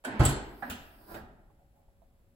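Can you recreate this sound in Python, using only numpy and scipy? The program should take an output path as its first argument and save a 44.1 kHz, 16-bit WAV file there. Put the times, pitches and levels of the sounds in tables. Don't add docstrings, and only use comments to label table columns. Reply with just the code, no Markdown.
import sys
import numpy as np
from scipy import signal
from scipy.fft import rfft, irfft
from scipy.io import wavfile
from scipy.ndimage import uniform_filter1d

SR = 44100
rng = np.random.default_rng(int(sys.argv[2]) if len(sys.argv) > 2 else 0)


def bounce(signal):
    frames = np.transpose(np.atleast_2d(signal))
    limited = np.clip(frames, -1, 1)
    pcm = np.round(limited * 32767).astype(np.int16)
    wavfile.write(sys.argv[1], SR, pcm)


N = 103635
T = np.arange(N) / SR

# f/Hz, t60/s
GARAGE_DECAY = [(50, 1), (150, 0.78), (400, 0.78), (1000, 0.81), (2000, 0.75), (4000, 0.54), (8000, 0.36),
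                (12000, 0.12), (16000, 0.12)]
NEAR_DECAY = [(100, 0.09), (1000, 0.084), (4000, 0.15), (8000, .04), (13000, .028)]
# f/Hz, left minus right/dB
GARAGE_PAN = [(200, 1), (400, -1), (750, -1.5), (1500, -0.5), (2800, 0.24), (6000, 0.5)]
NEAR_PAN = [(200, -0.5), (400, 0.5), (750, -8.5), (1500, -9.5), (2800, 0), (6000, 0)]
# f/Hz, correlation
LIKENESS = [(50, 0.92), (180, 0.93), (350, .88), (700, 0.57), (1400, 0.11), (2800, .3), (5500, 0.14),
            (8000, 0.99), (15000, 1)]
# f/Hz, share of the full lag
LAG_SHARE = [(100, -.3), (900, -.2), (1600, 1)]

# t/s, level/dB, tilt/dB per octave, garage send/dB
LATCH_CLICKS = [(.039, -19.5, -3, -16), (.047, -6.5, -1, -3), (.194, -3.5, -3.5, 4.5),
                (.234, -4.5, -1, -2.5), (.251, -0.5, 0.5, -2), (.257, -8, 0.5, 2.5), (.288, -8, 2.5, 2),
                (1.142, -12.5, -5, -7.5)]
GEAR_KNOCKS = [(.046, -3.5, -1.5, 7), (.078, -2.5, 2.5, 0.5), (.162, -18, -5, -6.5), (.6225, 3, -1, 0)]
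LID_CLUNKS = [(.193, 0.5, -4, -4.5), (.201, 13.5, 1, 1), (.217, 10.5, 0, 2.5), (.254, 6.5, 0, 4.5),
              (.289, 2.5, 2.5, -0.5)]
CATCH_SNAPS = [(.2498, 9, 1, -14), (.2545, 13.5, -2, -11)]
SPRING_CLACKS = [(.698, -4.5, 0.5, -0.5), (.709, -10.5, -2.5, -2.5)]
HINGE_TAPS = [(1.392, -27.5, -5, 1.5), (1.499, -21.5, -2, -7), (1.585, -27, 0, 4.5), (1.755, -26, 0.5, 7),
              (1.79, -25, 2.5, -2), (1.88, -34.5, -4.5, -7), (2.017, -21.5, -0.5, -1), (2.19, -27.5, 1, -1)]
# f/Hz, level/dB
CLICK_EQ = [(100, -23), (300, -1.5), (700, 2.5), (1400, 1.5), (2200, -1), (2700, 2.5), (3050, 1.5),
            (3450, 0), (4600, -4), (5800, -10), (8000, -3.5), (10400, -4.5), (12500, -13.5), (15500, -16.5)]
KNOCK_EQ = [(80, -18.5), (230, -4), (460, -13.5), (640, 3.5), (850, 3), (1200, -6.5), (1580, 4.5),
            (2050, -6.5), (2500, -19.5), (4200, -25), (6000, -39), (16000, -64.5)]
CLUNK_EQ = [(30, -3.5), (55, -1), (85, -4.5), (130, 0), (170, -3.5), (260, 4.5), (380, 8), (500, -2),
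            (780, 0), (1200, -7), (1550, -4), (2300, -15.5), (4000, -23.5), (7000, -32), (16000, -49)]
SNAP_EQ = [(300, -45), (2000, -27.5), (3400, -10.5), (4600, -17.5), (6000, -25), (7000, -12.5),
           (7450, -1.5), (8300, 3), (8750, -11), (9500, -20.5), (10400, -9), (11500, -19.5), (16000, -20)]
CLACK_EQ = [(50, 2), (140, 7.5), (240, 4.5), (420, -1), (770, 1), (1050, -6.5), (1400, 4.5), (2100, -3.5),
            (2750, 4.5), (3700, -3), (5000, -11), (6900, -8), (8000, -12), (10000, -8.5), (13000, -15),
            (15000, -7), (16000, -8)]
TAP_EQ = [(40, 5), (100, -0.5), (300, -9), (450, -9.5), (600, 2.5), (850, -2.5), (1200, -17.5), (2000, -26),
          (5000, -37), (16000, -31)]

# f/Hz, relative level/dB
ROOM_TONE_EQ = [(12, -31), (20, -1), (49, 0), (70, -7), (101, -11), (228, -18.5), (301, -23), (388, -25),
                (513, -28), (558, -26), (1060, -36), (1330, -35.5), (6360, -48), (11800, -43), (16000, -48)]
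GRIND_EQ = [(60, -10), (250, 3.5), (400, -3), (800, -4), (1700, -9.5), (2500, -9.5), (4000, -24),
            (6500, -38), (16000, -47.5)]
HISS_EQ = [(1000, -24), (3500, -15.5), (5100, -3), (6000, -21.5), (7800, -21.5), (8600, -4.5), (9600, -7),
           (10700, -11), (12300, -1), (13900, 4), (15000, -7), (16000, -9)]
SHUDDER_EQ = [(25, -5), (58, 7.5), (100, 0.5), (170, 2), (280, 3.5), (390, 1.5), (480, -7), (730, 2),
              (1000, -9.5), (1400, -6), (2300, -21), (4500, -31), (8000, -38), (16000, -32)]
# t/s, level/dB
RUMBLE_RIDE = [(0, -13.5), (.1, -3), (.4, -1.5), (2.35, -0.5)]
HISS_RIDE = [(.25, -100), (.45, -71), (.66, -58.5), (.8, -63.5), (.95, -65.5), (1.06, -62), (1.11, -52.5),
             (1.17, -56), (1.21, -73), (1.26, -93)]
SHUDDER_RIDE = [(.72, -78), (.95, -63), (1.06, -59.5), (1.11, -45), (1.17, -44), (1.195, -52), (1.27, -63),
                (1.36, -82), (1.45, -88)]

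# t/s, length/s, level/dB, starting f/Hz, sag/Hz per s
MOTOR_RUNS = [(0.058, .13, -38, 261.7, 450.5), (0.632, 0.122, -46, 252.5, 8)]
# t/s, level/dB, f/Hz, swell/s (half the time to the peak)
AIR_BOOMS = [(0.1956, -14, 72, 0.0042), (0.1997, -16.5, 128, 0.0071), (0.2521, -16, 98, 0.0043),
             (0.27, -28.5, 137.1, 0.011)]
# f/Hz, relative level/dB, t60/s
LID_MODES = [(47, -13, .9), (64.6, -7, .55), (117, -4, .42), (140, -5, .42), (206, -12, .42),
             (256, -9, .38), (325, -10, .3), (473, -18, .3), (604, -14, .38), (714, -16, .35),
             (808, -16, .3), (1047, -17, .35), (1315, -15, .33), (1480, -20, .33), (1563, -20, .25)]
CATCH_MODES = [(7327, -13, .09), (7820, -0.5, .16), (7240, -2.5, .1), (7977, -4.5, .12), (7570, -1, 0.085),
               (8463, -5, .06), (9200, -5.5, .12), (10330, -12.5, 0.084)]


def amp(db):
    return 10 ** (np.asarray(db) / 20)


def unit(x):
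    return x / np.sqrt(np.mean(x ** 2) + 1e-20)


def curve(points, hz):
    f, value = np.transpose(points)
    return np.interp(np.log(hz + 1), np.log(f + 1), value)


def ride(points):
    return amp(np.interp(T, *np.transpose(points), left=-np.inf, right=-np.inf))


def wander(samples):
    return unit(uniform_filter1d(rng.standard_normal(N), size=samples))


def add(mix, s, sound):
    part = mix[..., round(s * SR):][..., :sound.shape[-1]]
    part += sound[..., :part.shape[-1]]


def tinted(noise, eq):
    gain = amp(curve(eq, np.fft.rfftfreq(N, 1 / SR)))
    return unit(irfft(rfft(noise) * gain, N))


def diffuse(pan, size):
    hz = np.fft.rfftfreq(size, 1 / SR)
    mid, side = rfft(rng.standard_normal((2, size)))
    likeness = np.clip(curve(LIKENESS, hz), -1, 1)
    mid *= np.sqrt((1 + likeness) / 2)
    side *= np.sqrt((1 - likeness) / 2)
    lag_s = .265e-3 * curve(LAG_SHARE, hz)
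    steer = amp(curve(pan, hz) / 2) * np.exp(1j * np.pi * hz * lag_s)
    return irfft([(mid + side) * steer, (mid - side) / steer], size)


def echoes(decay, pan, rise_s, size):
    hz, t, bands = signal.stft(diffuse(pan, size), SR, nperseg=128)
    hop_s, t60 = t[1], curve(decay, hz)[:, None]
    envelope = amp(-60 * t / t60) * (1 - np.exp(-(t + hop_s / 2) / rise_s))
    envelope /= np.sqrt((envelope ** 2).sum(1, keepdims=True) * hop_s * SR)
    return signal.istft(bands * envelope, SR, nperseg=128)[1][:, :size]


def garage(x, send_db):
    paths = amp(send_db) * echoes(GARAGE_DECAY, GARAGE_PAN, rise_s=.0072, size=49152)
    add(paths, 0, echoes(NEAR_DECAY, NEAR_PAN, rise_s=.002, size=8192))
    return signal.fftconvolve(x[None], paths, axes=1)[:, :N]


def transient(eq, tilt_db, size=4096):
    hz = abs(np.fft.fftfreq(size, 1 / SR))
    octaves = np.log2(np.maximum(hz, 300) / 2000)
    log_gain = np.log(amp(curve(eq, hz) + tilt_db * octaves))
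    spectrum = np.exp(np.conj(signal.hilbert(log_gain)))
    return np.fft.ifft(spectrum).real[:size // 2]


def hits(cues, eq, chatter_s=.004, chatter_db=-.5):
    out, t = np.zeros((2, N)), T[:2048]
    for s, db, tilt_db, send_db in cues:
        force = rng.standard_normal(len(t)) * t * np.exp(-2 * t / chatter_s)
        force *= amp(chatter_db) / np.linalg.norm(force)
        force[0] = 1
        blow = signal.fftconvolve(force / np.linalg.norm(force), transient(eq, tilt_db))
        add(out, s, garage(amp(db) * blow, send_db))
    return out


def ring(modes, spread_rad=0):
    t = T[:SR]
    phases = spread_rad * rng.choice([-1, 1], (len(modes), 1, 1)) * np.array([[1], [-1]])
    return sum(amp(db - 60 * t / t60) * np.sin(2 * np.pi * hz * t + phase)
               for (hz, db, t60), phase in zip(modes, phases))


def room_tone(air_db=-62, rumble_hz=300, hum_hz=554.5, hum_db=-80, waver_db=-1.5):
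    air = amp(air_db) * tinted(diffuse(GARAGE_PAN, N), ROOM_TONE_EQ)
    rumble = signal.sosfiltfilt(signal.butter(2, rumble_hz, fs=SR, output="sos"), air)
    hum = amp(waver_db * wander(3000)) * np.sin(2 * np.pi * hum_hz * T)
    return air - rumble + rumble * ride(RUMBLE_RIDE) + amp(hum_db) * unit(hum)


def latch():
    return hits(LATCH_CLICKS, CLICK_EQ) + hits(GEAR_KNOCKS, KNOCK_EQ)


def motor(wobble_hz=55, fade_s=.016, grain_db=4, grind_db=-7, direct_db=-9):
    groan, grind = np.zeros((2, N))
    for s, length, db, start_hz, sag in MOTOR_RUNS:
        hz = start_hz - sag * np.minimum(T, length) + wobble_hz * wander(300)
        teeth = amp(grain_db * wander(90)) * rng.standard_normal(N)
        drive = amp(db) * np.clip(np.minimum(T, length - T) / fade_s, 0, 1)
        add(groan, s, drive * np.sqrt(2) * np.sin(2 * np.pi * np.cumsum(hz) / SR))
        add(grind, s, drive * amp(grind_db) * tinted(teeth, GRIND_EQ))
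    direct = amp(direct_db) * groan
    return direct + garage(grind + groan / 2, send_db=-3)


def lid_pop(ring_s=.203, ring_db=-18, bloom_s=.0072):
    out, t = hits(LID_CLUNKS, CLUNK_EQ), T[:SR]
    for s, db, hz, swell_s in AIR_BOOMS:
        age = t / (2 * swell_s)
        swell = (age * np.exp(1 - age)) ** 2
        add(out, s, -amp(db) * swell * np.sin(2 * np.pi * hz * t))
    panel = ring(LID_MODES, spread_rad=.26) * (1 - np.exp(-t / bloom_s))
    add(out, ring_s, amp(ring_db) * panel)
    return out


def catch(ring_s=.251, ring_db=-30):
    out = hits(CATCH_SNAPS, SNAP_EQ)
    steel = amp(ring_db) * ring(CATCH_MODES)[0]
    add(out, ring_s, garage(steel, send_db=-6.5))
    return out


def strut_hiss():
    gas = tinted(rng.standard_normal(N), HISS_EQ)
    return garage(gas * ride(HISS_RIDE), send_db=-12)


def latch_return():
    return hits(SPRING_CLACKS, CLACK_EQ)


def lid_shudder(grain_db=4):
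    slips = rng.standard_normal(N) * amp(grain_db * wander(150))
    return garage(tinted(slips, SHUDDER_EQ) * ride(SHUDDER_RIDE), send_db=-3)


def hinges():
    return hits(HINGE_TAPS, TAP_EQ)


def scene():
    release = room_tone() + latch() + motor() + lid_pop() + catch()
    return release + strut_hiss() + latch_return() + lid_shudder() + hinges()


def record(dry):
    high_cut = signal.firwin(511, 16000, window=("kaiser", 9), fs=SR)
    return signal.oaconvolve(dry, high_cut[None], "same")


dry = scene()
out = record(dry)
bounce(out)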